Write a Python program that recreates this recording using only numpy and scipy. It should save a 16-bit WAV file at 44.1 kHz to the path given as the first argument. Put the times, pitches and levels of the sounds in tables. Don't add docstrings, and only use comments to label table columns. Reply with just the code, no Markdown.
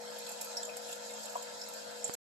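import sys
import numpy as np
from scipy import signal
from scipy.fft import rfft, irfft, next_fast_len
from scipy.io import wavfile
from scipy.ndimage import uniform_filter1d, map_coordinates

SR = 44100
rng = np.random.default_rng(int(sys.argv[2]) if len(sys.argv) > 2 else 0)


def dump(signal):
    limited = np.clip(np.atleast_2d(signal).T, -1, 1)
    pcm = np.round(limited * 32767).astype(np.int16)
    wavfile.write(sys.argv[1], SR, pcm)


N = 101253
T = np.arange(N) / SR


def amp(db):
    return 10 ** (np.asarray(db) / 20)


def unit_rms(x):
    return x / np.sqrt(np.mean(x ** 2) + 1e-20)


def curve(rows):
    return np.interp(T, *np.transpose(rows))


def log_interp(rows, hz):
    knot_hz, values = np.transpose(rows)
    return np.interp(np.log(hz + 1), np.log(knot_hz + 1), values)


def wobble(knots_per_s):
    return map_coordinates(rng.standard_normal(int(N * knots_per_s / SR) + 4), [T * knots_per_s])


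def filtered(x, response):
    size = next_fast_len(N + SR // 2)
    return irfft(rfft(x, size) * response(np.fft.rfftfreq(size, 1 / SR)), size)[..., :N]


def resonate(x, modes):
    def response(hz):
        total = 0
        for k, (centre_hz, width_hz, left_db, right_db) in enumerate(modes):
            damping = 1j * hz * width_hz
            peak = (1.513 * damping / (centre_hz ** 2 - hz ** 2 + 1.47 * damping)) ** 2
            total += (-1) ** k * amp([[left_db], [right_db]]) * peak
        return total
    return filtered(x, response)


def patchy_noise(depth_db):
    spectra = signal.stft(rng.standard_normal((2, N)), nperseg=512)[2]
    patches = uniform_filter1d(rng.standard_normal(spectra.shape[1:]), 6, axis=0)
    patches = unit_rms(uniform_filter1d(patches, 8, axis=1))
    return unit_rms(signal.istft(spectra * amp(depth_db * patches), nperseg=512)[1][:, :N])


# freq_hz, t60_s
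KITCHEN_DECAY = [(500, 0.18), (4000, 0.3), (12000, 0.13)]


def kitchen(x, wet_db):
    hz, t, spectra = signal.stft(rng.standard_normal((2, SR // 3)), SR, nperseg=256)
    decay = amp(-60 * t / log_interp(KITCHEN_DECAY, hz)[:, None])
    tail = signal.istft(spectra * decay, SR, nperseg=256)[1]
    return x + amp(wet_db) * signal.fftconvolve(x, tail / np.linalg.norm(tail[0]), axes=1)[:, :N]


# time_s, strokes_per_s
STROKE_RATE = [(0, 53.7), (.5, 53.65), (1.1, 53.63), (1.3, 53.88), (1.7, 53.85), (2.1, 53.7)]
# stroke_multiple, left_db, right_db, left_lead_rad
HUM_LINES = [(3, -77, -81.5, -2), (4, -61, -68, -1), (5, -71.5, -78.5, 0.5), (6, -75, -78, 2),
             (7, -82, -79.5, -8.5), (8, -71.5, -80, -1.2), (9, -51, -52, -0.02), (10, -53.5, -69.5, 2),
             (11, -64.5, -67.5, 2.5), (12, -57, -66, -2.5), (13, -59.5, -67.5, -1.5),
             (14, -72, -85.5, -1.0), (15, -71.5, -76.5, 1.5), (16, -66, -73, 0.2), (17, -60.5, -56, -2.5),
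             (18, -64.5, -67, 2.43), (19, -68.5, -69.5, 4), (20, -70, -84.5, -3)]
# time_s, relative_db
HUM_SWELL = [(0.0, -52.5), (0.09, -51), (0.4, -56.5), (0.43, -74), (0.46, -55.5), (0.52, -52), (1.16, -53),
             (1.24, -68), (1.29, -54.5), (1.48, -53.5), (1.83, -58), (1.86, -55), (2.1, -50), (2.14, -52.5)]


def pump(strongest_multiple=9, waver_db=1.2, waver_rad=0.37):
    stroke_rad = 2 * np.pi * np.cumsum(curve(STROKE_RATE)) / SR
    swell_db = curve(HUM_SWELL)
    swell_db -= np.median(swell_db)
    hum = np.zeros((2, N))
    for multiple, left_db, right_db, lead_rad in HUM_LINES:
        phase = multiple * stroke_rad + rng.uniform(0, 2 * np.pi) + waver_rad * wobble(11.73)
        swing_db = swell_db if multiple == strongest_multiple else waver_db * wobble(5.84)
        gain = np.sqrt(2) * amp(swing_db + [[left_db], [right_db]])
        hum += gain * np.sin(phase + [[lead_rad], [0]])
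    return hum + housing_rattle(stroke_rad)


# centre_hz, width_hz, left_db, right_db
HOUSING_MODES = [(211, 130, -17, -23), (502, 72.6, -3.5, -11), (656, 136, -5.5, -18.5),
                 (911, 116, -6.5, -10), (1360, 197, -11, -16.5), (1685, 168, -10.5, -13),
                 (2098, 170, -24, -16)]
# time_s, relative_db
RATTLE_LEVEL = [(0, -54), (.4, -53), (.5, -53.5), (.56, -51.5), (.64, -55), (1.2, -54), (1.6, -54),
                (1.8, -55), (2.0, -54.5), (2.06, -53.5), (2.12, -52.5)]


def housing_rattle(stroke_rad, stroke_depth=0.21, loose_db=-4, gain_db=3):
    shake = patchy_noise(depth_db=2.5)[:1] * (1 + stroke_depth * np.sin(stroke_rad))
    drive = kitchen(shake * [[1], [1]], wet_db=5.5) + amp(loose_db) * patchy_noise(depth_db=3.5)
    return amp(curve(RATTLE_LEVEL) + gain_db) * unit_rms(resonate(drive, HOUSING_MODES))


def bubbles(start_s, pitch_hz, gain, cycles, samples, onset_power=0.5, rise=0.035):
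    t = np.arange(samples) / SR
    age = t * pitch_hz[:, None] / cycles
    envelope = gain[:, None] * age ** onset_power * np.exp(-3 * age)
    phase = 2 * np.pi * pitch_hz[:, None] * t * (1 + rise * np.minimum(age, 2) / 2)
    index = (start_s * SR).astype(int)[:, None] + np.arange(samples)
    return np.bincount(index.ravel(), (envelope * np.sin(phase)).ravel(), N + SR)[:N]


# centre_hz, width_hz, left_db, right_db
MUG_MODES = [(2557, 300, -4, -4), (3280, 353, -4, -6.5), (3815, 280, -2.5, -9.5), (4207, 330, -4.5, -0.5),
             (4800, 330, -1, -9.5), (5350, 415, -3, -1), (6627, 730, -2, -4), (7400, 390, -1, 0),
             (7960, 490, -7.5, 0.5), (8715, 580, -18, -13.5), (10680, 1240, -12.5, -10),
             (11700, 540, -9, -5.5), (14400, 2100, -26.5, -35.5), (7310, 53, 0.5, 2.5),
             (12290, 460, -18.5, -14.5)]
# time_s, relative_db
STREAM_LEVEL = [(0.0, -51.5), (0.516, -50.5), (0.688, -51.5), (1.27, -50), (1.45, -52), (1.95, -51.5)]


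def stream(bubbles_per_s=900, centre_hz=6502, log_spread=0.4507, fizz_db=4, gain_db=2.5):
    count = int(bubbles_per_s * N / SR)
    pitch_hz = np.clip(centre_hz * np.exp(log_spread * rng.standard_normal(count)), 2400, 15000)
    start_s = rng.uniform(0, N / SR, count)
    size_db = 2.8 * np.minimum(rng.exponential(size=count), 3.5)
    pops = unit_rms(bubbles(start_s, pitch_hz, amp(size_db), cycles=14.3, samples=400))
    wet_pops = unit_rms(kitchen(pops * [[1], [1]], wet_db=5))
    drive = wet_pops + amp(fizz_db) * patchy_noise(depth_db=2.2)
    level_db = curve(STREAM_LEVEL) + wobble(14.05) + gain_db
    return amp(level_db) * unit_rms(resonate(drive, MUG_MODES))


# time_s, relative_db
GURGLE_LEVEL = [(0, -60), (.05, -67), (.15, -55), (.25, -65), (.42, -61.5), (.47, -63), (.57, -51),
                (.7, -53), (.8, -64), (.9, -54.5), (1.05, -63), (1.2, -59), (1.5, -67), (1.67, -64),
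                (1.84, -55), (1.96, -61), (2.04, -53.5), (2.12, -64)]


def gurgle(bubbles_per_s=110, centre_hz=662, log_spread=0.07, right_db=-12, gain_db=3):
    count = int(bubbles_per_s * N / SR)
    pitch_hz = centre_hz * np.exp(log_spread * rng.standard_normal(count))
    start_s = rng.uniform(0, N / SR, count)
    size_db = 4.5 * rng.standard_normal(count)
    pops = unit_rms(bubbles(start_s, pitch_hz, amp(size_db), cycles=15, samples=2000))
    return amp(curve(GURGLE_LEVEL) + gain_db) * kitchen(amp([[0], [right_db]]) * pops, wet_db=-8.5)


# freq_hz, relative_db
RUMBLE_SPECTRUM = [(15, -62), (25, -21), (113, -16), (211, -8), (356, -16.5), (400, -23.5), (520, -46),
                   (880, -120)]


def room_rumble(level_db=-69.5):
    noise = rng.standard_normal((3, N))
    stereo = noise[:2] + 1.1 * noise[2] * [[1], [-1]]
    return amp(level_db) * unit_rms(filtered(stereo, lambda hz: amp(log_interp(RUMBLE_SPECTRUM, hz))))


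# time_s, bubble_db, pitch_hz, log_spread, spatter_db
SPLASH_EVENTS = [(.169, -39, 4800, 0.14, -44), (0.189, -28.5, 11700, 0.048, -34.5),
                 (0.269, -44, 7400, .015, -38), (.268, -32.5, 4280, 0.058, -47),
                 (.29, -36, 11700, .04, -41), (0.295, -31.5, 7400, .015, -33.5),
                 (0.319, -34, 7530, 0.025, -35), (0.414, -30, 7950, 0.085, -21.5),
                 (.447, -20.5, 11700, 0.034, -30.5), (0.5716, -23.5, 5350, 0.05, -29.5),
                 (.5755, -21.5, 5370, .02, -50), (.633, -27, 7400, 0.021, -40),
                 (.633, -35, 3520, 0.01, -53), (0.6538, -27.5, 7040, 0.028, -37),
                 (0.695, -30, 2390, 0.036, -53), (.718, -43, 2460, 0.024, -55),
                 (0.77, -35, 7750, 0.041, -27.5), (.823, -33, 11500, .03, -45), (.89, -33, 11100, .05, -37),
                 (.917, -33, 10900, .05, -34), (.957, -37, 11000, .05, -39), (0.929, -29, 7280, 0.012, -35),
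                 (.929, -31.5, 3430, 0.01, -51), (1.1086, -34.5, 7400, 0.012, -57),
                 (1.1394, -32.5, 7300, 0.017, -43), (1.196, -37, 7300, .01, -43.5),
                 (1.2356, -30, 7470, .015, -36), (1.259, -30.5, 7550, 0.0072, -37.5),
                 (1.299, -36, 7400, .015, -39.5), (1.328, -31.5, 11700, .02, -48.5),
                 (1.371, -29, 11700, .04, -42.5), (1.427, -30.5, 7190, 0.022, -36),
                 (1.6162, -27.5, 5180, 0.084, -43), (1.64, -32, 5330, 0.046, -40.5),
                 (1.6896, -27.5, 11300, 0.06, -33), (1.739, -35, 7320, 0.035, -34),
                 (1.911, -39.5, 4100, 0.12, -39), (2.046, -17, 7420, 0.068, -36.5),
                 (2.0634, -31.5, 8000, 0.023, -47.5), (2.08, -30.5, 7460, 0.045, -44),
                 (2.079, -35, 11500, 0.044, -46.5), (2.14, -28, 6680, 0.081, -26.5),
                 (2.14, -31, 10800, 0.036, -46)]


def splashes(count=8, cluster_s=0.0095, fade_db=8, spatter_rise_s=0.0019, spatter_decay_s=0.0075):
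    time_s, bubble_db, pitch_hz, log_spread, spatter_db = np.transpose(SPLASH_EVENTS)[:, :, None]
    shape = (2, len(time_s), count)
    progress = (np.arange(count) + rng.uniform(size=shape)) / count
    bubble_hz = pitch_hz * np.exp(np.abs(log_spread) * rng.standard_normal(shape))
    start_s = time_s - 0.0038 + cluster_s * progress ** 1.4
    gains = amp(bubble_db - fade_db * progress ** 2)
    rings = [bubbles(s.ravel(), hz.ravel(), gain.ravel(), cycles=22, samples=1200, onset_power=0.29)
             for s, hz, gain in zip(start_s, bubble_hz, gains)]
    t = np.maximum(T - time_s + 0.004, 0)
    bursts = amp(spatter_db) * (1 - np.exp(-t / spatter_rise_s)) * np.exp(-t / spatter_decay_s)
    spatter = bursts.sum(axis=0) * np.diff(rng.standard_normal((2, N + 2)), 2)
    return kitchen(resonate(rings + spatter, MUG_MODES), wet_db=-7)


# pitch_hz, relative_db, t60_s
PLOP_TONES = [(617, -16.5, 0.05), (696, 2, 0.035), (984, 1.5, 0.055), (1098, -5, 0.018)]


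def plop(start_s=1.3535, gain_db=-32.5, rise_s=0.0014, hold_s=0.0078, right_lead_rad=1.6):
    t = np.maximum(T - start_s, 0)
    fall_s = np.maximum(t - hold_s, 0)
    tones = sum(amp(db - 60 * fall_s / t60_s) * np.sin(2 * np.pi * hz * t + [[0], [right_lead_rad]])
                for hz, db, t60_s in PLOP_TONES)
    port_gain = amp(gain_db + np.array([[1.5], [-1.5]]))
    return kitchen(port_gain * tones * (1 - np.exp(-t / rise_s)), wet_db=-9.5)


def finger_tap(time_s=2.0962, gain_db=-18, left_db=-23, pitch_hz=325, decay_s=0.00075, lead_s=0.0028):
    t = np.maximum(T - time_s, 0)
    push = np.exp(-t / decay_s) * np.cos(2 * np.pi * pitch_hz * t) * (1 - np.exp(-t / 0.00004))
    touch = amp(-13) * np.exp(-((T - time_s + lead_s) / 0.00036) ** 2)

    def bandpass(hz):
        return (1j * hz / (100 + 1j * hz)) ** 2 / (1 + 1j * hz / 7000) ** 2
    return amp(gain_db + np.array([[left_db], [0]])) * filtered(push - touch, bandpass)


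def scene():
    rumble = room_rumble()
    return pump() + stream() + gurgle() + rumble + splashes() + plop() + finger_tap()


def record(dry, end_s=2.1535, fade_s=0.002, cutoff_hz=15700):
    gate = np.clip((end_s - T) / fade_s, 0, 1)
    return filtered(dry * gate, lambda hz: 1 / (1 + (hz / cutoff_hz) ** 80))


dry = scene()
out = record(dry)
dump(out)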